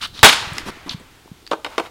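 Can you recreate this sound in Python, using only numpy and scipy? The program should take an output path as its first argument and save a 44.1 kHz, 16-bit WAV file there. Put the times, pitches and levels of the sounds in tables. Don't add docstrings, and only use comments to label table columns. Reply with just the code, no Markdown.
import sys
import numpy as np
from scipy import signal
from scipy.io import wavfile
from scipy.ndimage import uniform_filter1d

SR = 44100
rng = np.random.default_rng(int(sys.argv[2]) if len(sys.argv) > 2 else 0)


def master_out(mix):
    frames = np.transpose(np.atleast_2d(mix))
    ceiling = np.clip(frames, -1, 1)
    pcm = np.round(ceiling * 32767).astype(np.int16)
    wavfile.write(sys.argv[1], SR, pcm)


N = 83790
TIME = np.arange(N) / SR


def amp(db):
    return 10 ** (np.asarray(db) / 20)


def noise():
    return rng.standard_normal(N)


def read(points, hz):
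    f, value = np.transpose(points)
    return np.interp(np.log(hz + 1), np.log(f + 1), value)


def add(mix, start_s, sound):
    part = mix[max(round(start_s * SR), 0):][:len(sound)]
    part += sound[:len(part)]


def colour(x, spectrum, size=4096):
    hz = abs(np.fft.fftfreq(size, 1 / SR))
    log_gain = np.log(amp(read(spectrum, hz)))
    response = np.exp(np.conj(signal.hilbert(log_gain)))
    taps = np.fft.ifft(response).real[:size // 2]
    return signal.fftconvolve(x, taps / np.linalg.norm(taps))[:len(x)]


def fade(t60_s, t=TIME):
    return np.exp(-np.log(1000) * t / np.maximum(t60_s, 1e-4))


def burst(t60_s, spectrum):
    return colour(noise() * fade(t60_s), spectrum)


def dying(t60_table, size=256):
    hz, t, bands = signal.stft(noise(), SR, nperseg=size)
    bands = bands * fade(read(t60_table, hz)[:, None], t)
    return signal.istft(bands, SR, nperseg=size)[1][:N]


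CONTACT_S = 0.00051


def ring(modes):
    sound = np.zeros(N)
    for hz, db, t60_s in modes:
        sound += amp(db) * fade(t60_s) * np.sin(2 * np.pi * (hz * TIME + rng.random()))
    return sound * (1 - np.exp(-TIME / CONTACT_S))


def swell(length_s):
    return np.sin(np.pi * np.arange(0, length_s, 1 / SR) / length_s).clip(0) ** .7


GRAIN_DB = 3


def rub(length_s, spectrum, grain_samples=24):
    grain_db = GRAIN_DB * rng.standard_normal(N // grain_samples + 1).clip(-2, 2)
    grains = np.repeat(amp(grain_db), grain_samples)[:N]
    grains /= np.sqrt(np.mean(grains ** 2))
    stroke = np.zeros(N)
    add(stroke, 0, swell(length_s))
    return colour((stroke * noise() * grains)[:SR // 2], spectrum)


def push(rise_s):
    u = TIME / rise_s
    return u ** 2 * np.exp(2 * (1 - u))


def thud(hz, db, rise_s):
    return amp(db) * push(rise_s) * np.sin(2 * np.pi * hz * TIME)


# (frequency [Hz], relative level [dB])
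AIR_SPECTRUM = [(15, -25), (25, -3), (102, -10), (149, -21), (293, -6), (607, -17), (754, -12), (988, -18),
                (2910, -19), (3160, -16.5), (16000, -31)]
AIR_DB = -52
# (time [s], level [dB])
WIND_LEVEL = [(0, -47.5), (.6, -48), (1.05, -52.5), (1.4, -58.5), (1.9, -54.5)]
# (frequency [Hz], relative level [dB])
WIND_SPECTRUM = [(20, -6), (70, 0), (130, -5), (250, -20), (800, -40)]


def air():
    level_db = np.interp(TIME, *np.transpose(WIND_LEVEL))
    wind = amp(level_db) * colour(noise(), WIND_SPECTRUM)
    return amp(AIR_DB) * colour(noise(), AIR_SPECTRUM) + wind


# (time [s], length [s], scuff level [dB], rasp centre [Hz],
#                              rasp level [dB], sole level [dB])
SCUFFS = [(.003, 0.072, -37, 1350, -35, -51.5), (.01, .056, -31, 3400, -25, -56),
          (0.129, 0.12, -44, 3800, -39, -45), (.535, 0.088, -38.5, 4000, -43, -38.5),
          (0.653, .058, -33.5, 990, -37, -32), (.861, 0.033, -43.5, 1080, -42, -35),
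          (0.889, 0.057, -38.5, 3480, -33.5, -43), (0.994, 0.03, -55, 503, -53, -46)]
# (frequency [Hz], relative level [dB])
SCUFF_SPECTRUM = [(100, -14), (600, -11), (1200, 3), (2000, -1.5), (3500, -3.5), (5200, -8), (6500, -12.5),
                  (10500, -14.5), (16000, -29)]
# (frequency [Hz], relative level [dB])
SOLE_SPECTRUM = [(30, -6), (120, -5.5), (300, -0.5), (500, -11), (1000, -14.5), (3000, -60)]
RASP_OCTAVES = 0.45


def scuffs():
    out = np.zeros(N)
    grid_hz = np.geomspace(100, 16000, 60)
    for s, length_s, scuff_db, rasp_hz, rasp_db, sole_db in SCUFFS:
        octaves = np.log2(grid_hz / rasp_hz)
        rasp_spectrum = np.c_[grid_hz, -20 * np.log10(1 + abs(octaves / RASP_OCTAVES) ** 3)]
        add(out, s, amp(scuff_db) * rub(length_s, SCUFF_SPECTRUM))
        add(out, s, amp(rasp_db) * rub(length_s, rasp_spectrum))
        add(out, s, amp(sole_db) * rub(length_s, SOLE_SPECTRUM))
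    return out


# (time [s], level [dB])
GRIT_TICKS = [(0.073, -41), (.534, -31.5), (.999, -47)]
# (frequency [Hz], relative level [dB])
GRIT_SPECTRUM = [(1000, -28), (5500, -10.5), (8000, 5.5), (12000, -5), (16000, -6)]
GRIT_T60_S = .014


def grit():
    out = np.zeros(N)
    for s, db in GRIT_TICKS:
        add(out, s, amp(db) * burst(GRIT_T60_S, GRIT_SPECTRUM))
    return out


# (time [s], frequency [Hz], level [dB], rise [s])
FOOT_THUDS = [(0.098, 89.6, -40, 0.0049), (.128, 95, -33.5, 0.0028), (0.418, 109.7, -32, 0.0078),
              (0.472, 104, -26.5, 0.0024), (0.517, 136, -23.5, 0.0051), (.63, 40, -33, 0.0043),
              (.671, 327, -24, 0.0018), (0.694, 109.2, -40, .003), (.77, 315, -34.5, .002),
              (0.861, 295, -28.5, 0.0036), (.944, 150, -21, 0.004), (1.258, 336, -35, 0.0015),
              (1.277, 923, -37, 0.0011), (1.315, 164, -26, 0.0028), (1.425, 286, -43, 0.0023)]


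def foot_thuds():
    out = np.zeros(N)
    for s, hz, db, rise_s in FOOT_THUDS:
        add(out, s, thud(hz, db, rise_s))
    return out


# (time [s], noise level [dB], ring frequency [Hz],
#                                  ring level [dB], ring t60 [s])
CLICKS = [(0.1918, -25, 3800, -16, 0.0095), (0.5821, -15.5, 5000, -15, .01), (.583, -20, 2030, -15, .022),
          (0.596, -33, 1690, -29, .015), (1.466, -33, 4450, -25, .009), (1.4755, -32, 4750, -26, .009)]
# (frequency [Hz], relative level [dB])
CLICK_SPECTRUM = [(300, -14), (1800, 4), (5000, 3.5), (7500, -5.5), (11000, -12.5), (16000, -22)]
CLICK_T60_S = 0.011


def clicks():
    out = np.zeros(N)
    for s, db, hz, ring_db, t60_s in CLICKS:
        add(out, s, amp(db) * burst(CLICK_T60_S, CLICK_SPECTRUM))
        add(out, s, ring([(hz, ring_db, t60_s)]))
    return out


# (frequency [Hz], relative level [dB], t60 [s])
STICK_MODES = [(478, -2, .22), (862, -3, .25), (937, -3, .25), (1085, -3, .25), (1181, 0, .3),
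               (1384, -2, .25), (1474, 0, .27), (1533, -1, .3), (1798, -1, .3), (2087, -3, .28),
               (2149, 0, .33), (2274, 0, .3), (2343, -3, .3), (2835, -2, .35), (3063, -1, .26),
               (3300, -4, .2), (3637, -1, .3), (3789, 2, .3), (4284, -6, .3), (5178, -7, .3)]


def stick_ring():
    return ring(STICK_MODES)


# (time [s], level [dB], t60 [s])
STRIKES = [(.2302, 9.5, .05), (0.2434, 10, 0.072), (.256, 1.5, 0.085)]
# (frequency [Hz], relative level [dB])
STRIKE_SPECTRUM = [(60, -32.5), (250, -8.5), (500, -7), (1000, -1.5), (2000, -4), (3700, -4), (5000, -17.5),
                   (9000, -20), (16000, -29.5)]
SHOT_S = STRIKES[0][0]
PUSH_HZ, PUSH_DB, PUSH_RISE_S = 89, -2.5, 0.0046
SHOT_STICK_DB = -13.5


def crack():
    out = np.zeros(N)
    for s, db, t60_s in STRIKES:
        add(out, s, amp(db) * burst(t60_s, STRIKE_SPECTRUM))
    add(out, SHOT_S, thud(PUSH_HZ, PUSH_DB, PUSH_RISE_S))
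    add(out, SHOT_S, amp(SHOT_STICK_DB) * stick_ring())
    return out


# (frequency [Hz], relative level [dB])
NEAR_SPECTRUM = [(60, -14.5), (250, -8), (500, -12), (900, 0), (2000, -3.5), (3700, 1), (5500, -4),
                 (9000, -5.5), (16000, -29)]
# (frequency [Hz], t60 [s])
NEAR_T60 = [(100, 0.34), (1000, 0.66), (3500, 0.6), (8000, 0.38), (16000, 0.34)]
# (frequency [Hz], relative level [dB])
FAR_SPECTRUM = [(60, -13.5), (250, -4), (550, -5.5), (1100, 1), (2300, -0.5), (4000, -8), (7000, -17),
                (16000, -32)]
# (frequency [Hz], t60 [s])
FAR_T60 = [(100, 2.3), (1200, 2.06), (3500, 1.93), (10000, 1.6)]
NEAR_DB, FAR_DB = -7.5, -26.5
TAIL_RISE_S = 0.012


def shot_tails():
    out = np.zeros(N)
    near = amp(NEAR_DB) * colour(dying(NEAR_T60), NEAR_SPECTRUM)
    far = amp(FAR_DB) * colour(dying(FAR_T60), FAR_SPECTRUM)
    add(out, SHOT_S, (near + far) * (1 - np.exp(-TIME / TAIL_RISE_S)))
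    return out


# (frequency [Hz], relative level [dB], t60 [s])
PAD_MODES = [(327, -6, .06), (450, -2, .075), (600, -8, .06), (790, -7, .05), (915, -8, .05),
             (1085, -5, .05), (1205, -5, .04), (1375, -8, .04), (1548, -11, .06), (2500, -17, .04)]


def pad_ring():
    return ring(PAD_MODES)


SHOT_PAD_S, SHOT_PAD_DB = .258, -8.5


def pad_slap():
    out = np.zeros(N)
    add(out, SHOT_PAD_S, amp(SHOT_PAD_DB) * pad_ring())
    return out


# (time [s], length [s], level [dB])
CHATTERS = [(.256, .032, -12), (1.5135, .03, -24), (1.783, .031, -23)]
# (frequency [Hz], relative level [dB])
CHATTER_SPECTRUM = [(60, -35), (180, -11), (300, -2), (460, 0), (680, -2), (900, -1), (1250, -1),
                    (1800, -18), (4000, -32), (16000, -60)]


def chatter():
    out = np.zeros(N)
    for s, length_s, db in CHATTERS:
        add(out, s, amp(db) * rub(length_s, CHATTER_SPECTRUM))
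    return out


# (time [s], level [dB], length [s])
WALL_ECHOES = [(0.279, -8, .027), (0.321, -15, 0.022)]
# (frequency [Hz], relative level [dB])
ECHO_SPECTRUM = [(100, -31.5), (500, -11), (1200, -3.5), (2500, -1.5), (4000, 1), (5300, -8.5), (6200, -17),
                 (9500, -16.5), (16000, -31)]


def wall_echoes():
    out = np.zeros(N)
    for s, db, length_s in WALL_ECHOES:
        add(out, s, amp(db) * rub(length_s, ECHO_SPECTRUM))
    return out


SQUEAK_S, SQUEAK_DB, SQUEAK_RISE_S = .8925, -17, 0.003
SQUEAK_START_HZ, SQUEAK_END_HZ, SQUEAK_GLIDE_S = 5290, 3230, 0.00377
SQUEAK_ROUGH = .12


def squeak():
    out = np.zeros(N)
    fall_hz = SQUEAK_START_HZ - SQUEAK_END_HZ
    hz = SQUEAK_END_HZ + fall_hz * np.exp(-TIME / SQUEAK_GLIDE_S)
    jitter = uniform_filter1d(noise(), size=12)
    turns = np.cumsum(hz * (1 + SQUEAK_ROUGH * jitter / jitter.std())) / SR
    add(out, SQUEAK_S, amp(SQUEAK_DB) * push(SQUEAK_RISE_S) * np.sin(2 * np.pi * turns))
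    return out


# (time [s], pad ring level [dB], stick ring level [dB],
#                             clack level [dB], tick level [dB])
KNOCKS = [(1.5122, -32, -60, -27, -22), (1.5143, -12, -38, -18.5, -37.5), (1.523, -22, -48, -25, -41),
          (1.532, -15, -49, -27.5, -45), (1.6465, -31.5, -30.5, -23.5, -10.5),
          (1.6636, -31, -38.5, -27.5, -29), (1.78, -14, -27.5, -15.5, -11), (1.798, -19.5, -46, -22.5, -16),
          (1.859, -42, -45, -42, -42)]
# (frequency [Hz], relative level [dB])
CLACK_SPECTRUM = [(100, -34.5), (300, -1.5), (900, 3.5), (1500, -4.5), (2000, -1), (3000, 1.5), (4500, -11),
                  (8000, -23), (16000, -42)]
# (frequency [Hz], t60 [s])
CLACK_T60 = [(300, 0.16), (1500, 0.04), (4000, 0.031), (12000, 0.1)]
# (frequency [Hz], relative level [dB])
TICK_SPECTRUM = [(200, -16), (1000, -5), (3500, 6), (7000, -8.5), (11000, -15.5), (16000, -38)]
TICK_T60_S = 0.0027
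GRIP_T60_S = 0.061


def knocks():
    out = np.zeros(N)
    stick = stick_ring() * fade(GRIP_T60_S)
    for s, pad_db, stick_db, clack_db, tick_db in KNOCKS:
        add(out, s, amp(pad_db) * pad_ring())
        add(out, s, amp(stick_db) * stick)
        add(out, s, amp(clack_db) * colour(dying(CLACK_T60), CLACK_SPECTRUM))
        add(out, s, amp(tick_db) * burst(TICK_T60_S, TICK_SPECTRUM))
    return out


# (time [s], length [s], level [dB])
SLIDES = [(1.671, 0.12, -41.5), (1.81, 0.08, -40)]
# (frequency [Hz], relative level [dB])
SLIDE_SPECTRUM = [(100, -13), (400, -4.5), (900, 2), (1600, -4), (3000, -6), (6000, -16.5), (16000, -29)]


def puck_slides():
    out = np.zeros(N)
    for s, length_s, db in SLIDES:
        add(out, s, amp(db) * rub(length_s, SLIDE_SPECTRUM))
    return out


PAD_LOW_HZ = 190


def pad_highpass(sound):
    return signal.sosfilt(signal.butter(2, PAD_LOW_HZ, "high", fs=SR, output="sos"), sound)


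YARD_DB, YARD_T60_S = -13, 0.28


def yard(sound):
    tail = noise() * fade(YARD_T60_S)
    return amp(YARD_DB) * signal.fftconvolve(sound, tail / np.linalg.norm(tail))[:N]


def scene():
    feet = scuffs() + foot_thuds() + squeak()
    pad = pad_highpass(chatter() + knocks() + puck_slides())
    small = feet + grit() + clicks() + pad
    shot = crack() + shot_tails() + pad_slap() + wall_echoes()
    return (air() + shot + small + yard(small))[None]


EDGE_HZ = 16000


def record(dry):
    clipped = np.clip(dry, -1, 1)
    taps = signal.firwin(255, EDGE_HZ, window=("kaiser", 8), fs=SR)
    return signal.oaconvolve(clipped, taps[None], "same")


dry = scene()
out = record(dry)
master_out(out)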